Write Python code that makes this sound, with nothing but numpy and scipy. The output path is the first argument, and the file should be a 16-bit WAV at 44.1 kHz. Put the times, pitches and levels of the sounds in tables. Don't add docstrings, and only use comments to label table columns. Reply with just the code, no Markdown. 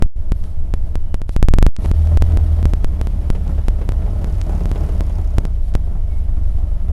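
import sys
import numpy as np
from scipy import signal
from scipy.fft import rfft, irfft, next_fast_len
from scipy.io import wavfile
from scipy.ndimage import uniform_filter1d, map_coordinates

SR = 44100
rng = np.random.default_rng(int(sys.argv[2]) if len(sys.argv) > 2 else 0)


def store_pcm(level_fs):
    pcm = np.round(np.clip(level_fs, -1, 1) * 32767).astype(np.int16)
    wavfile.write(sys.argv[1], SR, np.atleast_2d(pcm).T)


N = 305172


def amp(db):
    return 10 ** (np.asarray(db) / 20)


def unit(x):
    return x / np.sqrt(np.mean(x ** 2) + 1e-20)


def curves(rows):
    seconds, *columns = np.transpose(rows)
    return [np.interp(np.arange(N) / SR, seconds, column) for column in columns]


def wobble(rate):
    knots = rng.standard_normal(int(N * rate / SR) + 4)
    return map_coordinates(knots, [np.arange(N) * rate / SR])


def filtered(x, response):
    size = next_fast_len(N + SR // 2)
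    return irfft(rfft(x, size) * response(np.fft.rfftfreq(size, 1 / SR)), size)[:N]


def coloured(x, points):
    f, db = np.transpose(points)
    return unit(filtered(x, lambda hz: amp(np.interp(np.log(hz + 1), np.log(f), db))))


def steadied(x, span):
    size = int(span * SR) + 1
    power = uniform_filter1d(uniform_filter1d(x ** 2, size), size)
    return x / np.sqrt(np.abs(power) + 1e-20)


def add(track, s, sound):
    part = track[round(s * SR):][:len(sound)]
    part += sound[:len(part)]


def strokes(firings, scatter_db, length):
    cylinder_db = [-2.5, -4.5, -0.2, -3.5]
    index = firings.astype(int)
    count = index[-1] + 1
    strength = amp(np.resize(cylinder_db, count) + scatter_db * rng.standard_normal(count))
    return strength[index] * np.exp(-(firings % 1) / length)


def flare():
    start_s, attack_s, hold_s, release_s = 1.88, 0.097, 0.703, 0.21
    corners = start_s + np.cumsum([0, attack_s, hold_s, release_s])
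    return np.interp(np.arange(N) / SR, corners, [0, 1, 1, 0])


def exhaust(firings, rate):
    # firings per second, throb in dB, cabin boom in dB
    # outside the flare, turbulence over the puffs of the running engine in dB.
    by_speed = [(4.76, -15, -25, 17), (13, -22, -30, 16.5), (22.3, -14, -19, 7), (27.4, -15.5, -22.5, 12),
                (34.2, -18.5, -18.5, 17), (40, -21.5, -18.5, 16.5)]
    # centre in Hz, width in Hz, gain in dB.
    resonances = [(49.5, 20.6, -3), (73.5, 20.4, 1.5), (100.4, 21.5, -7.5)]
    flare_boom_db = 7
    lumpy_tone, flare_tone = 0.078, 0.84

    speeds, *columns = np.transpose(by_speed)
    throb_db, boom_db, turbulence_db = [np.interp(rate, speeds, column) for column in columns]
    flaring = flare()
    boom_db = boom_db + flare_boom_db * flaring
    even = np.clip(lumpy_tone + (flare_tone - lumpy_tone) * flaring, 0, 1)
    running = np.clip((rate - 14) / 14, 0, 1)

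    shake_colour = [(6, -23), (16, -4.0), (30, -18.5), (50, -16), (110, -68), (300, -120)]  # (Hz, dB)
    shake = steadied(coloured(rng.standard_normal(N), shake_colour), span=0.62)
    pulse = np.sqrt(2) * np.sin(2 * np.pi * firings + 0.054 * wobble(5)) * amp(0.63 * wobble(24))
    throb = 0.8 * running * pulse + (.9 - 0.54 * running) * shake

    def cabin(f):
        response = 0
        for k, (centre, width, db) in enumerate(resonances):
            damping = 1j * f * width
            response = response + (-1) ** k * amp(db) * damping / (centre * centre - f * f + damping)
        return response

    def muffler(f):
        return 1 / np.sqrt(1 + (f / 125) ** 8)

    puffs = strokes(firings, scatter_db=2.5, length=0.39)
    drive = running * unit(puffs) + amp(turbulence_db) * rng.standard_normal(N)
    boom = steadied(filtered(drive, lambda f: cabin(f) * muffler(f)), span=0.45)
    tone = np.sqrt(2) * np.sin(4 * np.pi * firings + .08 * wobble(9)) * amp(.8 * wobble(12))
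    return amp(throb_db) * throb + amp(boom_db) * (np.sqrt(even) * tone + np.sqrt(1 - even) * boom)


def panels(x, t60):
    t = np.arange(SR // 4) / SR
    tail = rfft(rng.standard_normal(len(t)) * amp(-60 * t / t60))
    even = tail / np.sqrt(np.abs(uniform_filter1d(np.abs(tail) ** 2, size=20)))
    return unit(signal.fftconvolve(x, irfft(even))[:N])


def effort(firings):
    # time in seconds, working noise in dB.
    running_load = [(1.8, -32.5), (2.04, -32), (2.9, -35), (3.14, -34), (3.92, -35), (4.45, -32),
                    (4.89, -29.5), (5.08, -32.5), (5.58, -40), (6.21, -40), (6.56, -39.5), (6.92, -39)]
    reference_db = -35
    starter_db, compression_db = -42, -0.5
    catch_from_s, catch_to_s = 1.198, 1.85
    relief_s, relief_width_s, relief_db = 1.267, 0.11, 9

    t = np.arange(N) / SR
    relief = relief_db * np.exp(-((t - relief_s) / relief_width_s) ** 2)
    starter = starter_db + compression_db * np.sin(2 * np.pi * firings) - relief
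    caught = np.interp(t, [catch_from_s, catch_to_s], [0, 1])
    return (1 - caught) * starter + caught * curves(running_load)[0] - reference_db


def machinery(firings):
    # frequency in Hz, relative gain in dB.
    block_colour = [(60, -30), (115, -2.5), (135, 4.5), (178, 6), (235, -4.5), (320, -4.5), (365, -12.5),
                    (420, -10), (490, -15.5), (600, -10.5), (715, -13), (790, -16), (1300, -24),
                    (4000, -47.5)]
    # frequency in Hz, relative gain in dB.
    clatter_colour = [(400, -12), (1200, -2), (2000, 2.5), (3000, -0.5), (3700, -3.5), (5200, -5.5),
                      (8000, -10.5), (11000, -6), (13000, -7.5), (16000, -45)]
    # frequency in Hz, relative gain in dB.
    tappet_colour = [(1500, -24), (2900, -8), (3800, -12), (5000, 0), (5800, -5), (6600, -1), (8000, -11),
                     (13500, -13), (15500, -32)]
    # frequency in Hz, relative gain in dB.
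    sheet_colour = [(150, -9), (380, 6), (680, 5.5), (1300, -10.5), (2800, -16.5), (5000, -27),
                    (14000, -39)]
    # start in seconds, relative strength in dB.
    rattle_hits = [(1.844, 8), (2.585, 1), (3.348, 3.5), (3.579, 4.5), (3.812, 5), (4.06, 0), (4.529, -1),
                   (4.755, 5), (4.887, -1), (4.994, -5)]
    block_base_db, block_grows = -36, 0.87
    clatter_base_db, clatter_grows = -56, 0.74
    flare_clatter_db = 1.5
    tappet_s, tappet_half_s, tappet_db = 4.78, .66, -60.3
    faint_rate, faint_db, faint_spread_db = 5, -4, 3.5
    fast_from_s, fast_to_s = 1.9, 5.2

    load_db = effort(firings)
    block_db = block_base_db + block_grows * load_db
    clatter_db = clatter_base_db + clatter_grows * load_db + flare_clatter_db * flare()

    knocks = (.8 + strokes(firings, scatter_db=4, length=.45)) * amp(1.2 * wobble(12))
    block = unit(knocks * rng.standard_normal(N))
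    block = coloured(block + .4 * panels(block, t60=.18), block_colour)

    taps = 2.5 + strokes(2 * firings, scatter_db=5.5, length=1.0)
    clatter = unit(taps * rng.standard_normal(N))
    clatter = coloured(clatter + .55 * panels(clatter, t60=.12), clatter_colour)

    ticking = np.exp(-((np.arange(N) / SR - tappet_s) / tappet_half_s) ** 4)
    ticks = np.exp(-(firings % 1) / .08)
    tappet = coloured(ticks * rng.standard_normal(N), tappet_colour)

    stretch = fast_to_s - fast_from_s
    draws = rng.random((int(faint_rate * stretch), 2))
    faint = [(fast_from_s + when * stretch, faint_db + faint_spread_db * (2 * size - 1))
             for when, size in draws]
    jolts, t = np.zeros(N), np.arange(SR // 8) / SR
    for s, db in list(rattle_hits) + faint:
        add(jolts, s, amp(db + 2 - 60 * t / .09) * (1 - np.exp(-t / .002)))
    rattle = jolts * coloured(rng.standard_normal(N), sheet_colour)

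    body = amp(block_db) * (amp(2.5) * block + rattle)
    return body + amp(clatter_db) * clatter + amp(tappet_db) * ticking * tappet


def interference():
    # start in seconds, relative size in dB,
    # time the preamplifier stays blocked in seconds.
    sparks = [(.0239, 1, 0.026), (.3205, -5, 0.019), (0.7392, -4.5, 0.0086), (.9556, -5, 0.0033),
              (1.1439, -5, 0.013), (1.2176, -11, 0.011), (1.2935, -9.5, 0.008), (1.3644, -2.5, 0.029),
              (1.428, 2.5, 0.017), (1.4859, 2, 0.023), (1.5383, 2.5, 0.018), (1.586, 2, 0.023),
              (1.6272, 3, 0.016), (1.6657, 2.5, 0.011), (1.8596, -9.5, 0.011), (1.9147, -6, 0.018),
              (2.0734, -13, 0.0023), (2.1735, -3.5, 0.027), (2.2229, 0, 0.0061), (2.323, -16, 0.0042),
              (2.3731, -5, 0.013), (2.6289, -10, 0.0033), (2.6554, -2.5, 0.0094), (2.736, -4, 0.0081),
              (2.8455, -3, .021), (3.014, -5, 0.005), (3.0716, -8, 0.0027), (3.3027, -3, 0.017),
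              (3.684, -3, 0.011), (3.8911, -4, 0.0051), (3.921, -10.5, .004), (4.2447, -8, 0.0035),
              (4.6569, -8, 0.0065), (4.7156, -7, 0.0055), (5.0078, -4, 0.0023), (5.3839, 0.5, 0.0059),
              (5.453, -6, 0.0028), (5.7526, -0.5, 0.0054)]
    # start in seconds, size in dB.
    discharges = [(0.4402, -27), (1.7651, -15), (1.8448, -31), (3.479, -26.5), (4.415, -14), (5.74, -23)]
    snap_s, sag_s, plateau, release_s = 0.00037, 0.0093, 0.41, 0.0028
    rebound, settle_s, offset, drain_s = 26, 0.01, 10.7, 0.072

    pops, blocked, t = np.zeros(N), np.zeros(N), np.arange(SR // 3) / SR
    for s, db, hold in sparks:
        sag = plateau + (1 - plateau) * np.exp(-(t / sag_s) ** 2)
        drop = (1 - .5 * np.exp(-t / snap_s)) * sag
        held = .5 - .5 * np.tanh((t - hold) / release_s)
        after = np.maximum(t - hold, 0)
        swing = hold * (rebound * np.exp(-after / settle_s) + offset * np.exp(-after / drain_s))
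        add(pops, s, amp(db - 1.0) * (swing * (1 - held) - drop * held))
        jammed = (db > -2.7) * (hold > .01) * (after > .012) * (after < .11)
        stage = np.clip(amp(db + 6), 0, 1) * held + jammed
        rest = blocked[round(s * SR):][:len(t)]
        add(blocked, s, stage[:len(rest)] - rest)
    for s, db in discharges:
        add(pops, s, amp(db) * np.hanning(7))
    return pops, 1 - uniform_filter1d(np.clip(blocked, 0, .96), size=90)


def rustles():
    # start in seconds, length in seconds, level in dB.
    swells = [(0.33, 0.25, -61.5), (.78, 0.17, -68), (1.27, .1, -55.5), (1.801, .11, -51),
              (5.597, .16, -59.5), (6.079, .18, -62), (6.441, .16, -65)]
    # frequency in Hz, relative gain in dB.
    rustle_colour = [(1500, -12), (4000, -2.5), (7000, -8), (11500, -2.5), (16000, -29)]
    level = np.zeros(N)
    for s, length, db in swells:
        add(level, s, amp(db) * np.sqrt(np.hanning(int(length * SR))))
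    flutter = amp(2.5 * wobble(45))
    return level * flutter * coloured(rng.standard_normal(N), rustle_colour)


def squeaks():
    # start in seconds, length in seconds,
    # mean pitch in Hz, relative level in dB.
    rubs = [(.34, .1, 11600, -59), (1.025, 0.2, 3000, -62), (6.062, 0.18, 2189, -56)]
    track = np.zeros(N)
    for s, length, hz, db in rubs:
        phase = 2 * np.pi * np.cumsum(hz + 55 * wobble(220)) / SR
        tone = np.sin(phase) * amp(db - 3 + 3.5 * wobble(70))
        size = int(length * SR)
        add(track, s, tone[:size] * np.sqrt(np.hanning(size)))
    return track


def scene():
    # time in seconds, compressions per second.
    cranking = [(0, 4.6), (1.1, 4.73), (1.2, 13.3), (1.65, 26)]
    # time in seconds, firings per second.
    running = [(1.8, 33), (2.0, 38.7), (2.23, 41.3), (3.07, 35.4), (3.44, 36.2), (3.73, 32.8), (4.15, 36.3),
               (5.15, 34.1), (5.79, 25.5), (6.53, 22.8), (6.92, 23.8)]
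    rate, = curves(list(cranking) + list(running))
    firings = np.cumsum(rate) / SR
    engine = exhaust(firings, rate) + machinery(firings)
    heard = engine + rustles() + squeaks()
    pops, passed = interference()
    return (heard * passed + pops)[None]


def record(dry):
    top_hz = 16600
    fade = np.minimum(np.arange(N)[::-1] / (.008 * SR), 1)
    clipped = np.clip(dry[0] * fade, -1, 1)
    soft = filtered(clipped, lambda hz: 1 / np.sqrt(1 + (hz / 12500) ** 8))
    return filtered(soft, lambda hz: hz < top_hz)[None]


dry = scene()
out = record(dry)
store_pcm(out)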